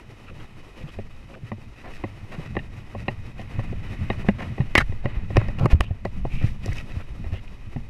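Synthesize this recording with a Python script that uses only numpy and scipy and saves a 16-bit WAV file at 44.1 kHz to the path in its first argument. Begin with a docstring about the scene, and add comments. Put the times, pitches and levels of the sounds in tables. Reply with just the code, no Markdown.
"""Wind rumbles on the microphone and clothes rustle as a horse walks along a sandy beach.
Strides thud through the rider and knock a strapped-on camera in its mount; once its plastic case
clacks and rattles hard. The mount scuffs on cloth, hard contacts tick, leather crunches and squeaks,
the rubbed case rings briefly and surf hisses far off. Loud blows duck the camera's gain."""
import sys
import numpy as np
from scipy import signal
from scipy.fft import rfft, irfft, next_fast_len
from scipy.io import wavfile

SR = 44100
rng = np.random.default_rng(int(sys.argv[2]) if len(sys.argv) > 2 else 0)


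def int16_out(signal):
    """Quantize to a 16-bit WAV file."""
    q = np.round(np.clip(np.atleast_2d(signal).T, -1, 1) * 32767)
    wavfile.write(sys.argv[1], SR, q.astype(np.int16))


N = 348025
TIME = np.arange(N) / SR

# jolts through horse and rider (time [s], peak [dB], pitch [Hz])
BODY_THUDS = [(0.838, -26, 147), (0.987, -31.5, 212.4), (1.433, -25, 116), (2.382, -23, 158),
              (3.097, -25, 121), (3.584, -16.5, 110), (4.2866, -6, 203), (4.602, -8, 129),
              (4.78, -10.5, 79), (4.814, -20.5, 137), (4.896, -14, 95.6), (5.053, -11.5, 120),
              (5.17, -12.5, 43.2), (5.356, -11, 45.5), (5.378, -3.5, 110), (5.481, -15.5, 42),
              (5.61, -10, 118), (5.631, -6, 119), (5.65, -7.5, 144), (5.731, 0, 46), (5.747, -3, 79),
              (5.803, -8, 58), (5.908, -11.5, 94), (6.052, -20.5, 181), (6.249, -20.5, 142),
              (6.442, -8.5, 109), (6.691, -15.5, 103), (6.968, -17.5, 90), (7.264, -19, 72.6),
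              (7.325, -18.5, 94), (7.761, -20, 137), (7.765, -25.5, 232)]
# camera in its mount (time [s], strength [dB], relative ring [dB], clop top [Hz], damping [s])
MOUNT_KNOCKS = [(0.986, -24.5, -17, 760, 0.035), (1.516, -21, -15, 1210, 0.065),
                (1.58, -38, -32, 795, 0.016), (2.037, -18, -14, 1240, 0.03), (2.393, -33, -28, 695, 0.014),
                (2.551, -30.5, -7, 1000, .02), (2.566, -15.5, -9, 1290, 0.013),
                (2.589, -37.5, 7, 900, 0.013), (2.948, -23.5, -20, 885, 0.03),
                (3.081, -16, -4.5, 1290, 0.0091), (3.393, -28.5, -9, 835, 0.014),
                (3.591, -23, -15, 1070, 0.039), (3.725, -25, -25, 586, 0.012),
                (4.1, -14.5, -8, 1260, 0.015), (4.244, -29, -25, 970, 0.013),
                (4.286, -12, -11.5, 1530, 0.011), (4.515, -39, -22, 800, 0.013),
                (4.579, -24, -12, 1040, 0.07), (4.604, -22.5, -9.5, 1074, 0.055),
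                (4.752, -13.5, -10, 1130, 0.0081), (4.777, -13, 1, 1070, 0.021),
                (4.8123, -30, -5, 1250, 0.0093), (4.921, -28, -11, 890, .03),
                (5.055, -15, -11, 1250, 0.016), (5.302, -25.5, -13.5, 775, 0.025),
                (5.367, -8, -10.5, 1470, 0.0084), (5.414, -24.5, -22, 1300, 0.006),
                (5.484, -25, -9, 1100, 0.024), (5.656, -9, -23, 1250, 0.005),
                (5.806, -15, -4, 1560, 0.0024), (5.906, -29.5, -15, 670, 0.014),
                (6.052, -15.5, -14.5, 1100, 0.017), (6.25, -18.5, -25, 960, 0.0072),
                (6.44, -30, -10, 530, 0.018), (6.658, -25.5, -21, 564, 0.0061),
                (6.679, -30, -26, 990, 0.013), (6.719, -33, -12, 714, 0.012),
                (7.241, -33.5, -8.5, 810, 0.03), (7.337, -30.5, -24, 705, 0.033),
                (7.761, -28.5, -13.5, 1040, 0.0074)]
# mount and case modes (frequency [Hz], level [dB], t60 [s])
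CASE_MODES = [(222.4, -9.5, 0.062), (289.5, -6.5, 0.03), (355, -2.5, 0.024), (571.4, -6.5, 0.032),
              (656.4, -6, 0.024), (745, 3, 0.013), (1100, 2, 0.012), (1260, 7, 0.0066), (1882, -7, 0.026),
              (1992, -6, 0.02), (2100, -42, 0.017), (2490, 1, 0.0098), (2760, -10, 0.019),
              (3840, -19.5, 0.016), (4820, -20, 0.011)]
# antiresonances between modes (frequency [Hz], width [Hz])
CASE_NOTCHES = [(608, 22), (860, 45), (1320, 180), (1500, 220), (2320, 110), (2720, 60)]
# hits on the case (time [s], level [dB], treble [dB], chatter [s], grit [ratio], spot [Hz], damping [s])
CASE_CLACKS = [(4.2862, -29, -18, 0.0016, 0.026, 1660, 0.034), (4.753, -10, -10, 0.0037, 0.069, 1990, 0.15),
               (4.775, -22, -6, 0.003, .4, 2180, 0.045), (4.779, -17, 11.5, 0.0057, 0.098, 1310, 0.15),
               (4.7859, -16.5, -21, 0.0025, 0.78, 1780, 0.15),
               (4.802, -19.5, -27, 0.019, 0.62, 1460, 0.082),
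               (5.0573, -36.5, -8, 0.002, 0.022, 1420, 0.0081),
               (5.3683, -30, -12, 0.0027, 0.037, 1310, 0.0092),
               (5.4148, -38, -18, 0.002, 0.02, 1430, 0.004), (5.6595, -29, -12, 0.002, 0.027, 1380, 0.0062),
               (5.808, -27.5, -8, 0.0016, 0.016, 1420, 0.0036),
               (6.0505, -37, -22, 0.0023, 0.026, 1390, 0.0073),
               (6.251, -50, -14, 0.0023, 0.02, 1130, 0.0075)]
# modes of the struck shell (frequency [Hz], width [Hz], level [dB])
SHELL_MODES = [(380, 300, -5), (740, 250, -4), (1200, 260, -4), (1460, 90, -3), (1700, 90, -6),
               (1845, 36, 4.5), (2010, 90, 0), (2220, 60, 3), (2730, 140, -4), (3040, 200, -7),
               (3190, 60, -7), (3700, 300, -13), (4027, 55, -6), (4511, 60, -8), (4936, 60, -9),
               (5450, 700, -20), (6270, 60, -12), (7400, 900, -26), (9400, 700, -23), (12500, 2500, -35)]
# mount on cloth (time [s], length [s], level [dB], relative crackle [dB], scrape top [Hz])
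MOUNT_SCUFFS = [(0.289, 0.046, -48, -33, 654), (0.769, 0.072, -47, -9.5, 774),
                (1.278, 0.12, -47.5, -36, 765), (1.834, 0.065, -42, -15, 1280),
                (2.315, 0.046, -40.5, -15, 3000), (3.378, 0.048, -47, -6, 3000),
                (4.38, 0.061, -34.5, -14.5, 3500), (5.04, 0.019, -36.5, -23, 1011),
                (5.358, 0.0071, -27, -21, 2500), (5.585, 0.015, -34.5, -8, 2980),
                (5.593, 0.061, -30.5, -20, 1470), (5.697, 0.045, -32.5, -6, 3000),
                (5.816, 0.033, -44, -3, 3500), (6.41, 0.038, -40, -24, 2800), (6.625, 0.028, -48, -2, 2800),
                (6.759, 0.048, -49.5, 0, 2800), (6.887, 0.037, -51.5, -6.5, 3000),
                (6.998, 0.022, -44.5, -14, 2800), (7.314, 0.067, -46, -6.5, 2810)]
# fibre crackle spectrum (frequency [Hz], density [dB])
FIBRE_SPECTRUM = [(1200, -27), (2400, 12), (3500, 1), (5500, -6), (8000, -15.5), (12500, -19),
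                  (15000, -38)]
# snaps of hard contact, mostly on the knocks (time [s], level [dB], pitch [Hz], relative crack [dB])
BRIGHT_TICKS = [(3.0825, -64, 4500, -38), (4.2885, -66, 4900, -25), (5.369, -36.5, 5100, -42),
                (5.484, -52.5, 4900, -39), (5.657, -44.5, 3670, -14), (5.8071, -33, 3080, -26),
                (6.053, -47, 3900, -50), (6.66, -43, 5130, -35), (6.732, -50, 5270, -20),
                (6.77, -53, 5400, -19), (6.783, -50, 4970, -30)]
# tack squeaks, rubbed-case rings (time [s], length [s], level [dB], resonance 1 [Hz], resonance 2 [Hz])
SQUEAKS_AND_RINGS = [(0.263, 0.048, -49.5, 1300, 2500), (0.396, 0.027, -53, 1390, 2960),
                     (0.875, 0.038, -53.5, 1230, 3000), (1.336, 0.021, -46.5, 1330, 2370),
                     (1.836, 0.06, -50, 1880, 1880), (4.389, 0.022, -39.5, 1920, 1930),
                     (5.8, 0.1, -51, 2630, 2830), (6.284, 0.19, -46, 2450, 2460),
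                     (6.46, 0.036, -46.5, 1890, 2120), (6.714, 0.023, -40.5, 1930, 1990),
                     (6.7795, 0.012, -35.5, 2410, 2500), (7, 0.032, -50, 1370, 2380),
                     (7.34, 0.065, -50.5, 1970, 2770), (7.476, 0.0065, -47.5, 2620, 2600)]
# saddle under load (time [s], length [s], level [dB])
SADDLE_CRUNCHES = [(0.767, 0.08, -58.5), (0.908, 0.055, -56), (1.44, 0.08, -55), (1.752, 0.078, -53),
                   (1.931, 0.054, -48), (2.309, 0.048, -48), (2.445, 0.084, -51), (2.96, 0.059, -51),
                   (3.823, 0.07, -55), (6.405, 0.083, -48), (6.624, 0.11, -49.5), (6.739, 0.092, -46.5),
                   (6.892, 0.04, -49)]
# leather grain resonances (frequency [Hz], width [Hz], level [dB])
LEATHER_MODES = [(575, 170, -2.5), (770, 110, -6), (1290, 120, -1), (1910, 100, 6), (2600, 130, 4.5),
                 (3900, 150, -7), (4820, 950, -16.5)]
# rider's motion in the saddle (time [s], rustle drive [dB])
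RIDER_SWAY = [(0.0, -55.5), (0.6, -59), (0.8, -54), (1.2, -58), (1.68, -59), (1.93, -52.5), (2.5, -53),
              (2.64, -53), (3.36, -52.5), (3.54, -47.5), (4.26, -46.5), (4.66, -49), (5.2, -50.5),
              (5.58, -49), (5.89, -54.5), (6.55, -56.5), (6.9, -58.5), (6.97, -56.5), (7.58, -57.5),
              (7.89, -58)]
# rider shifts and turns (centre [s], length [s], extra slide [dB], extra hiss [dB])
RIDER_SHIFTS = [(0.93, 0.057, 1.5, 5.5), (1.95, 0.052, -9, 5.5), (5.103, 0.16, 9, 5),
                (5.402, 0.22, 9.5, 1.5), (6.363, 0.16, 8, 9.5), (6.486, 0.14, 7.5, 10.5),
                (6.726, 0.3, 6.5, 9), (6.966, 0.23, 7.5, 5)]
# treble hiss, sinking after loud blows (time [s], base level [dB])
HISS_LEVEL = [(0, -62.5), (4.7, -62.5), (4.87, -58.5), (5.17, -68.5), (5.32, -60.5), (5.6, -65.5),
              (5.9, -66.5), (6.1, -62), (6.27, -62.5), (7.89, -63)]
# spectra of dull rubbing, cloth and treble hiss (frequency [Hz], density [dB])
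RUB_SPECTRUM = [(150, -7), (300, 1.5), (520, -4), (800, -6.5), (1300, -8.5), (1700, -22.5), (3000, -47)]
CLOTH_SPECTRUM = [(900, -6), (1500, -1), (1950, 3), (2700, 1), (3300, -9.5), (4200, -12), (6000, -31)]
HISS_SPECTRUM = [(2500, 3.5), (4200, -4), (5600, -2.5), (7000, -9.5), (9500, -12), (12500, -15.5),
                 (15000, -31)]
# air resonances of the case (frequency [Hz], width [Hz], gain [dB])
CAVITY_MODES = [(1954, 290, 6.5), (2512, 90, 8), (2950, 60, 7.5), (3776, 79, 7.5), (5900, 870, -1)]
# wind strength at the microphone (time [s], base rumble [dB], base flutter [dB])
WIND_LEVELS = [(0.0, -55, -53.5), (0.2, -56, -45), (0.4, -47.5, -45.5), (0.62, -54, -51.5),
               (1.0, -47, -45.5), (1.22, -47.5, -48), (1.45, -59, -46), (1.71, -47, -49),
               (2.37, -44, -44.5), (2.55, -44, -41), (2.76, -42.5, -44), (3.0, -45.5, -43),
               (3.25, -44.5, -45.5), (3.5, -44, -43.5), (3.65, -40, -36), (4.12, -38, -37.5),
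               (4.55, -45, -39), (4.85, -33, -44), (5.12, -40.5, -41), (5.48, -32.5, -31.5),
               (5.7, -38, -31), (6.0, -40, -41), (6.22, -34.5, -38), (6.44, -28.5, -29.5),
               (6.57, -42, -38.5), (6.72, -33.5, -31.5), (6.87, -40.5, -47), (7.3, -39, -36.5),
               (7.56, -42, -49), (7.89, -44, -46.5)]
# wind spectra (frequency [Hz], density [dB])
RUMBLE_SPECTRUM = [(12, 14.5), (25, -3.5), (50, 2.5), (75, -9), (130, -47), (300, -63)]
FLUTTER_SPECTRUM = [(45, -35), (80, 0.5), (106, 1.5), (135, -3.5), (165, -7), (210, -8), (320, -23),
                    (600, -88)]


def thuds(full_scale_t60_s=0.062, firm_knock_db=-15):
    """Heavy jolts swing the camera briefly, softer ones for longer; each knock leaves a gentle sway."""
    out = np.zeros(N)
    for s, db, hz in BODY_THUDS:
        add(out, s, from_db(db) * camera_swing(hz, full_scale_t60_s * from_db(-0.21 * db)))
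    for s, db, *_ in MOUNT_KNOCKS:
        sway_db = -24 + 0.55 * (db - firm_knock_db)
        add(out, s, from_db(sway_db) * camera_swing(hz=102.6, t60_s=0.23))
    return out


def camera_swing(hz, t60_s, rise_s=0.00074):
    """Damped oscillation of the strapped camera; peak 1."""
    t = TIME[:SR // 4]
    envelope = (1 - np.exp(-t / rise_s)) * from_db(-60 * t / t60_s)
    return unit_peak(envelope * np.sin(2 * np.pi * hz * t))


def knocks(clop_trim_db=-6, ring_trim_db=-6.5, seat_s=0.00026):
    """The padded mount takes up its play with a hollow clop; firmer contacts also ring the case."""
    out, t = np.zeros(N), TIME[:SR // 10]
    for s, db, ring_db, top_hz, damping_s in MOUNT_KNOCKS:
        force = contact(t, chatter_s=0.0061, grit=0.048)
        sound = signal.fftconvolve(force, case_response(t))[:len(t)] * np.exp(-t / damping_s)
        for hz, width_hz in CASE_NOTCHES:
            sound = sound - resonance(sound, hz, width_hz)
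        clop = from_db(db + clop_trim_db) * unit_burst(band(sound, 54, top_hz))
        ring = from_db(db + ring_db + ring_trim_db) * unit_burst(band(sound, 1700, 4300))
        add(out, s + seat_s, clop + ring)
    return out


def case_response(t, build_s=0.0097, detune=0.023):
    """Ringing spreads through the case and dies; mode weights and tuning vary per blow."""
    hz, db, t60_s = np.transpose(CASE_MODES)[:, :, None]
    strength = from_db(db + rng.standard_normal(hz.shape))
    hz = hz * (1 + detune * rng.standard_normal(hz.shape))
    modes = strength * from_db(-60 * t / t60_s) * np.sin(2 * np.pi * hz * t)
    return (1 - np.exp(-t / build_s)) * modes.sum(axis=0)


def contact(t, chatter_s, grit):
    """Contact force: one push, then decaying surface chatter."""
    force = grit * rng.standard_normal(len(t)) * np.exp(-t / chatter_s)
    force[0] += 1
    return force


def clacks(spot_db=5.5, spot_width_hz=526, treble_above_hz=3000):
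    """The case is struck and chatters to rest, ringing the struck spot and the shell modes."""
    out, t = np.zeros(N), TIME[:SR // 8]
    for s, db, treble_db, chatter_s, grit, spot_hz, damping_s in CASE_CLACKS:
        force = contact(t, chatter_s=0.018, grit=0.02)
        force += grit * rng.standard_normal(len(t)) * np.exp(-(t / chatter_s) ** 4)
        spot = resonance(force, spot_hz, spot_width_hz)
        sound = from_db(spot_db) * resonance(spot, spot_hz, spot_width_hz)
        for k, (hz, width_hz, mode_db) in enumerate(SHELL_MODES):
            gain = from_db(mode_db + treble_db * (hz > treble_above_hz))
            sound += (-1) ** k * gain * resonance(force, hz, width_hz)
        softened = signal.lfilter([1, 1], [1], sound)
        add(out, s, from_db(db) * unit_burst(softened * np.exp(-t / damping_s)))
    return out


def scuffs():
    """The mount drags on cloth: dense slips shake the case modes and fibres crackle."""
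    out, friction = np.zeros(N), grains(per_s=2600, spread_db=7.5, share=1.04)
    shaken = signal.fftconvolve(friction, case_response(TIME[:SR // 10]))[:N]
    crackle = coloured(friction, FIBRE_SPECTRUM)
    for s, length_s, db, crackle_db, top_hz in MOUNT_SCUFFS:
        part = span(s, length_s)
        scrape = unit_rms(band(shaken[part], 212, top_hz))
        sound = scrape + from_db(crackle_db) * unit_rms(crackle[part])
        add(out, s, from_db(db) * sound * signal.windows.tukey(len(sound), .25))
    return out


def ticks(width_hz=950):
    """Short bright snaps of hard contact: one broad resonance plus a broadband crack."""
    out, t = np.zeros(N), TIME[:SR // 30]
    for s, db, hz, crack_db in BRIGHT_TICKS:
        force = contact(t, chatter_s=0.0022, grit=0.099)
        crack = from_db(crack_db) * signal.lfilter([.5, .5], [1], force)
        snap = band(resonance(force, hz, width_hz) + crack, 1800, 12500)
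        add(out, s, from_db(db) * unit_burst(snap))
    return out


def squeaks_and_rings(width_hz=380):
    """Uneven friction drives two resonances: short tack squeaks, brief ringing of the rubbed case."""
    out, friction = np.zeros(N), grains(per_s=400, spread_db=0.4, share=1.5)
    for s, length_s, db, *pitches_hz in SQUEAKS_AND_RINGS:
        stroke = friction[span(s, length_s)]
        tone = sum(resonance(resonance(stroke, hz, width_hz), hz, 2 * width_hz) for hz in pitches_hz)
        add(out, s, from_db(db) * unit_rms(tone * signal.windows.tukey(len(tone))))
    return out


def crunches():
    """Saddle leather takes the rider's weight in short clumps of grains."""
    out, clicks = np.zeros(N), slips(per_s=550, spread_db=3.5) + 1e-18
    leather = sum((-1) ** k * from_db(db) * resonance(clicks, hz, width_hz)
                  for k, (hz, width_hz, db) in enumerate(LEATHER_MODES))
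    for s, length_s, db in SADDLE_CRUNCHES:
        clump = leather[span(s, length_s)]
        add(out, s, from_db(db) * unit_rms(clump * signal.windows.tukey(len(clump))))
    return out


def rustle():
    """Cloth and leather slide over a hiss of friction and surf; the case cavity colours it all."""
    slide_db, friction_db = sliding()
    hiss_db, = curves(HISS_LEVEL)
    grip = drift(rate_hz=45)
    rub = coloured(grains(per_s=500, spread_db=4.6, share=0.47), RUB_SPECTRUM)
    cloth = coloured(grains(per_s=830, spread_db=1.9, share=0.17), CLOTH_SPECTRUM)
    hiss = coloured(grains(per_s=430, spread_db=0.75, share=0.4), HISS_SPECTRUM)
    sound = (from_db(-52.5 + 0.78 * slide_db + 3.3 * grip) * rub
             + from_db(-60 + 0.95 * slide_db + 2.2 * grip) * cloth
             + from_db(hiss_db + friction_db + 2.5 * grip) * hiss)
    cavity = sum((from_db(db) - 1) * resonance(sound, hz, width_hz) for hz, width_hz, db in CAVITY_MODES)
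    return sound + cavity


def sliding(easy_walk_db=-54.5, step_swing_db=1):
    """Slide and treble friction in dB over an easy walk: a swing per step, a swell per shift."""
    sway_db, = curves(RIDER_SWAY)
    slide_db = sway_db - easy_walk_db + step_swing_db * gait(lead_s=0.11)
    friction_db = 0.46 * slide_db
    for centre_s, length_s, extra_slide_db, extra_hiss_db in RIDER_SHIFTS:
        swell = np.cos(np.pi * np.clip((TIME - centre_s) / length_s, -.5, .5))
        slide_db += extra_slide_db * swell
        friction_db += extra_hiss_db * swell
    return slide_db, friction_db


def wind(rumble_trim_db=7.5, flutter_trim_db=1.5, lump_spread_db=4.8):
    """Eddies at the microphone port: slow rumble and lumpier flutter, surging with the gait."""
    rumble_db, flutter_db = curves(WIND_LEVELS)
    surge_db = 0.5 * gait(lead_s=0.08)   # rider swings into the wind
    rumble = coloured(rng.standard_normal(N), RUMBLE_SPECTRUM)
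    lumps_db = lump_spread_db * drift(rate_hz=25)
    flutter = coloured(rng.standard_normal(N), FLUTTER_SPECTRUM)
    return (from_db(rumble_db + rumble_trim_db + surge_db) * rumble
            + from_db(flutter_db + flutter_trim_db + surge_db + lumps_db) * flutter)


def gait(lead_s, step_s=0.521, footfall_s=0.54):
    """Step cycle, -1 to 1, peaking lead_s before each footfall."""
    return np.cos(2 * np.pi * (TIME + lead_s - footfall_s) / step_s)


def slips(per_s, spread_db):
    """Random clicks of uneven size; rms 1."""
    clicks = (rng.random(N) < per_s / SR) * rng.choice([-1, 1], N)
    size_db = spread_db * np.minimum(rng.exponential(1, N), 4)
    return unit_rms(clicks * from_db(size_db))


def grains(per_s, spread_db, share):
    """White noise plus a share of slips."""
    return rng.standard_normal(N) + share * slips(per_s, spread_db)


def drift(rate_hz):
    """Random wander within -2 to 2."""
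    knots = np.clip(rng.standard_normal(N // 40), -2, 2)
    return np.interp(TIME * rate_hz, np.arange(len(knots)), knots)


def coloured(x, spectrum, skirt_db_per_octave=24):
    """Impose a spectrum that rolls off past its ends; rms 1."""
    hz, db = np.transpose(spectrum)
    size = next_fast_len(N)
    octave = np.log2(np.maximum(np.fft.rfftfreq(size, 1 / SR), 1))
    knots = np.log2(hz)
    octaves_outside = np.abs(octave - np.clip(octave, knots[0], knots[-1]))
    gain = from_db(np.interp(octave, knots, db) - skirt_db_per_octave * octaves_outside)
    return unit_rms(irfft(rfft(x, size) * gain, size)[:N])


def resonance(x, hz, width_hz):
    """Two-pole resonator; peak gain 1."""
    r = np.exp(-np.pi * width_hz / SR)
    feedback = [1, -2 * r * np.cos(2 * np.pi * hz / SR), r * r]
    return signal.lfilter(np.array([1, 0, -1]) * (1 - r * r) / 2, feedback, x)


def band(x, low_hz, high_hz):
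    return signal.sosfilt(signal.butter(4, [low_hz, high_hz], "band", fs=SR, output="sos"), x)


def from_db(db):
    return 10 ** (np.asarray(db) / 20)


def unit_rms(x):
    return x / np.sqrt(np.mean(x ** 2) + 1e-20)


def unit_peak(x):
    return x / (np.abs(x).max() + 1e-20)


def unit_burst(x):
    """Scale to the energy of 10 ms at rms 1."""
    return x / np.sqrt(np.sum(x ** 2) / (SR / 100) + 1e-20)


def curves(rows):
    """Interpolate each column over time."""
    s, *columns = np.transpose(rows)
    return [np.interp(TIME, s, column) for column in columns]


def span(start_s, length_s):
    return slice(round(start_s * SR), round((start_s + length_s) * SR))


def add(track, start_s, sound):
    at = round(start_s * SR)
    track[at:at + len(sound)] += sound[:N - at]


def gain_control(x, threshold_db=-8.5, share=0.43, attack_s=0.14, recovery_db_per_s=6.5):
    """Loud peaks pull the gain down; it creeps back."""
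    cut_db = share * np.maximum(20 * np.log10(np.abs(x) + 1e-9) - threshold_db, 0)
    recovery_db = recovery_db_per_s * TIME
    held_db = np.maximum.accumulate(cut_db + recovery_db, axis=-1) - recovery_db
    r = np.exp(-1 / (attack_s * SR))
    return x * from_db(-signal.lfilter([1 - r], [1, -r], held_db + 1e-18))


def scene():
    """One microphone on an open beach; no echo."""
    mix = (wind() + rustle() + crunches() + thuds() + knocks() + scuffs() + clacks() + ticks()
           + squeaks_and_rings())
    return mix[None]


def record(dry):
    """Gain control, peak clipping, steep low-pass."""
    clip_level, cutoff_hz = 0.88, 15200
    lowpass = signal.ellip(10, .1, 90, cutoff_hz, fs=SR, output="sos")
    return signal.sosfilt(lowpass, np.clip(gain_control(dry), -clip_level, clip_level))


dry = scene()
out = record(dry)
int16_out(out)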